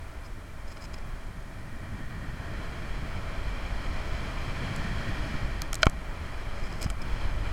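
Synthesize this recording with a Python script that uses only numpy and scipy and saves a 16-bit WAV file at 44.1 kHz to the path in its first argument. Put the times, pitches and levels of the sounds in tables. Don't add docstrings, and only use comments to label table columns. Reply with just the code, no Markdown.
import sys
import numpy as np
from scipy import signal
from scipy.fft import rfft, irfft, next_fast_len
from scipy.io import wavfile
from scipy.ndimage import map_coordinates

SR = 44100
rng = np.random.default_rng(int(sys.argv[2]) if len(sys.argv) > 2 else 0)


def digitize_waveform(pressure):
    field = np.atleast_2d(pressure).T
    bounded = np.clip(field, -1, 1)
    quanta = np.round(bounded * 32767).astype(np.int16)
    wavfile.write(sys.argv[1], SR, quanta)


N = 331632

# time in seconds, level in dB.
FLOW = [(0, -51), (.5, -53), (1, -50.5), (1.5, -52.5), (2.2, -50.5), (2.7, -46.5), (3.45, -45),
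        (4.1, -43.5), (5.3, -43.5), (5.9, -48.5), (6.33, -45.8), (6.5, -46.5), (6.75, -45.5), (6.95, -49.5),
        (7.1, -44.5), (7.25, -43.5), (7.35, -45.5), (7.52, -44)]


def buffeting(lumps_db=1, churn_db=2.0, surge_db=1, rise_db_per_s=0.66):
    # frequency in Hz, relative level in dB.
    large_spectrum = [(4, -6), (12, 0.5), (27, -3), (45, -5), (80, -11), (140, -25), (300, -33.5),
                      (900, -87)]
    small_spectrum = [(30, -19), (70, -4), (100, 3.5), (150, -1), (215, -4.5), (300, -11), (420, -21),
                      (900, -56)]
    large = unit(noise(large_spectrum) * amp(lumps_db * wobble(30) + surge_db * wobble(4.08)))
    small = unit(noise(small_spectrum) * amp(churn_db * wobble(35)))
    from_middle_s = (np.arange(N) - N / 2) / SR
    large *= amp(rise_db_per_s * from_middle_s)
    large *= wind_gain(base_db=-33.5, growth=0.51, cross_db=-1.5)
    small *= wind_gain(base_db=-46.5, growth=0.75, cross_db=9.2)
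    return large + small


def airstream(rush_db=2, flutter_db=.5):
    # frequency in Hz, relative level in dB.
    rush_spectrum = [(60, -21), (300, 3), (500, -0.5), (1000, 0.5), (1400, -0.5), (2000, -3.5), (2700, -16),
                     (4000, -38.5), (8000, -60)]
    spray_spectrum = [(1000, -15), (2000, 5), (2700, 0.5), (3600, -5.5), (5000, -9.5), (7000, -15),
                      (10000, -19.5), (13000, -28), (17000, -48)]
    hollow_spectrum = [(900, -14), (1450, -4), (1750, -1.5), (1880, 5), (2050, -13), (2700, -82)]
    rush = amp(envelope(FLOW) + rush_db) * noise(rush_spectrum, through_case=True)
    spray = wind_gain(base_db=-53, growth=1.71, cross_db=2.5) * noise(spray_spectrum, through_case=True)
    hollow = wind_gain(base_db=-59.5, growth=1.12, cross_db=12.6) * noise(hollow_spectrum)
    return (rush + spray + hollow) * amp(flutter_db * wobble(30))


def wind_gain(base_db, growth, cross_db, cruise_db=-47):
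    return amp(base_db + growth * (envelope(FLOW) - cruise_db) + cross_db * crosswind())


def crosswind():
    # peak time in seconds, half length in seconds, strength from 0 to 1.
    gusts = [(2.12, .54, 0.99), (5.043, 0.52, 0.78)]
    t = np.arange(N) / SR
    return sum(strength * np.exp(-.5 * ((t - peak) / half) ** 2) for peak, half, strength in gusts)


def case_db(hz):
    # centre in Hz, width in Hz, lift in dB.
    hollows = [(569, 35, 5), (649, 67, 5.5), (1060, 60, 2), (1338, 110, 2), (2362, 215, 8),
               (3197, 400, 9.5), (4037, 195, 8.5), (4370, 255, 9), (5045, 570, 7.5), (5600, 350, 4.5),
               (6500, 570, 5.5), (7670, 850, 4.5), (11000, 400, 7)]
    return sum(db * np.exp(-np.log(2) * (2 * (hz - centre) / width) ** 2)
               for centre, width, db in hollows)


def handling(snap_t60=0.0087, snap_rise_s=.0001, crack_db=-21):
    # start in seconds, snap level in dB, ring level in dB.
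    ticks = [(0.771, -54, -38), (0.9403, -46, -36), (4.762, -34.5, -55), (5.6190, -23.5, -28.5),
             (5.7304, -21.5, -21.5), (5.7437, -26, -55), (5.754, -24, -50), (5.8564, -28.5, -27),
             (5.8974, -34, -55), (6.818, -32, -48), (6.8277, -27, -46), (6.9013, -29.5, -29),
             (6.9065, -41, -46)]
    # start in seconds, level in dB, place from 0 (stiff edge) to 1 (flat face).
    knocks = [(5.8307, -5, 0.16), (5.8326, -20, 0), (5.8678, -11.5, 0.96), (6.8655, -34, 1)]
    # start in seconds, pressure in dB, decay and contact times in seconds.
    bumps = [(5.8674, -3.5, 0.0055, .0008), (6.8595, -5.5, 0.0018, 0.0051), (7.123, -15, 0.019, .012),
             (7.248, -14.5, 0.012, 0.0066)]
    # frequency in Hz, relative level in dB.
    snap_spectrum = [(200, -22), (1000, -10), (4000, -3), (5500, 1), (8000, 4.5), (11000, -2.5),
                     (14000, -8), (17000, -33)]
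    body, snaps = np.zeros(N), np.zeros(N)
    t = np.arange(SR // 8) / SR
    snap = amp(-60 * t / snap_t60) * (1 - np.exp(-t / snap_rise_s))
    for start, db, ring_db in ticks:
        add(snaps, start, amp(db) * snap)
        add(body, start, amp(ring_db) * shell_ring(place=0.55))
    for start, db, place in knocks:
        add(snaps, start, amp(db + crack_db) * snap)
        add(body, start, amp(db) * shell_ring(place))
    for start, db, decay, contact in bumps:
        press = np.sin(np.pi * t[t < contact] / contact) ** 2
        swing = (1 - t / decay) * np.exp(-t / decay)
        add(body, start, amp(db) * np.convolve(swing, press / press.sum()))
    return body + snaps * noise(snap_spectrum, through_case=True)


def shell_ring(place, attack_s=0.0001, scatter_db=1):
    # pitch in Hz, level in dB struck on the edge, the same on the face, t60 in seconds.
    modes = [(640, -13, -24.5, 0.072), (800, -28, -4.5, 0.025), (1084, -22, -5.5, 0.029),
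             (1325, -6, 1.5, 0.015), (1468, 3.5, -19.5, 0.016), (1850, -15, -22, 0.025),
             (2283, -7.5, -8.5, 0.023), (2500, -10, -12, 0.012), (3130, -6, -6, 0.012),
             (4100, -10, -24, 0.019), (4810, -12, -22, 0.016), (5600, -17, -24, 0.013),
             (6440, -17, -21, 0.0078), (7640, -27, -34, 0.0071)]
    t = np.arange(SR // 8) / SR
    ring = np.zeros(len(t))
    for k, (hz, edge_db, face_db, t60) in enumerate(modes):
        db = np.interp(place, [0, 1], [edge_db, face_db]) + scatter_db * rng.standard_normal()
        ring += (-1) ** k * amp(db - 60 * t / t60) * np.sin(2 * np.pi * hz * t)
    return ring * (1 - np.exp(-t / attack_s))


def scrapes(slips_per_s=80, slip_db=3.5, grain_db=3, fade_share=0.53):
    # start in seconds, length in seconds, level in dB.
    rubs = [(.232, 0.045, -53), (0.669, .07, -52.5), (0.76, 0.024, -52.5), (0.803, 0.062, -49.5),
            (0.93, 0.021, -46), (0.977, 0.013, -50), (5.815, 0.028, -44.5), (6.496, 0.49, -55.5),
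            (6.808, 0.041, -41), (7.013, 0.017, -49)]
    # frequency in Hz, relative level in dB.
    skin_spectrum = [(500, 9), (1200, 2.5), (2400, 4), (3600, -10.5), (4500, -7), (5100, 5), (5800, -6),
                     (8000, -5.5), (9500, -14.5), (16000, -20)]
    strokes = np.zeros(N)
    slips = amp(slip_db * wobble(slips_per_s))
    for start, length, db in rubs:
        fade = signal.windows.tukey(round(length * SR), fade_share)
        stroke = fade * slips[round(start * SR):][:len(fade)]
        add(strokes, start, amp(db) * unit(stroke))
    rasp = noise(skin_spectrum, through_case=True) * amp(grain_db * wobble(400))
    return strokes * unit(rasp)


def electronics(hiss_db=-60, pulse_db=-75, first_s=.045, every_s=1, length_s=.11):
    # pitch in Hz, rms level in dB.
    tones = [(9685, -88), (15735, -93)]
    # frequency in Hz, relative level in dB.
    hiss_spectrum = [(100, 4.5), (1000, 4.5), (4000, 3), (6000, 0.5), (9000, -0.5), (12000, -5),
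                     (15000, -10.5), (17000, -16)]
    pulse_spectrum = [(11000, -30), (14000, -3), (16000, 5), (17000, -7)]
    t = np.arange(N) / SR
    whine = sum(np.sqrt(2) * amp(db) * np.sin(2 * np.pi * hz * t + wobble(20)) for hz, db in tones)
    hiss = amp(hiss_db) * noise(hiss_spectrum)
    gate = (t - first_s) % every_s < length_s
    pulses = amp(pulse_db) * gate * noise(pulse_spectrum)
    return whine + hiss + pulses


def noise(spectrum, through_case=False):
    points_hz, points_db = np.transpose(spectrum)

    def response(hz):
        db = np.interp(np.log(hz + 1), np.log(points_hz + 1), points_db)
        return amp(db + through_case * case_db(hz))
    return unit(filtered(rng.standard_normal(N), response))


def filtered(x, response):
    size = next_fast_len(len(x) + 8192)
    hz = np.fft.rfftfreq(size, 1 / SR)
    return irfft(rfft(x, size) * response(hz), size)[:len(x)]


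def envelope(points):
    times, values = np.transpose(points)
    return np.interp(np.arange(N) / SR, times, values)


def wobble(rate):
    knots = rng.standard_normal(int(N * rate / SR) + 4)
    return map_coordinates(knots, [np.arange(N) * rate / SR])


def amp(db):
    return 10 ** (np.asarray(db) / 20)


def unit(x):
    return x / np.sqrt(np.mean(x ** 2) + 1e-20)


def add(track, start_s, sound):
    part = track[round(start_s * SR):][:len(sound)]
    part += sound[:len(part)]


def scene():
    return (airstream() + buffeting() + scrapes() + handling())[None]


def record(dry, top_hz=17150):
    return filtered(dry[0] + electronics(), lambda hz: hz < top_hz)[None]


dry = scene()
out = record(dry)
digitize_waveform(out)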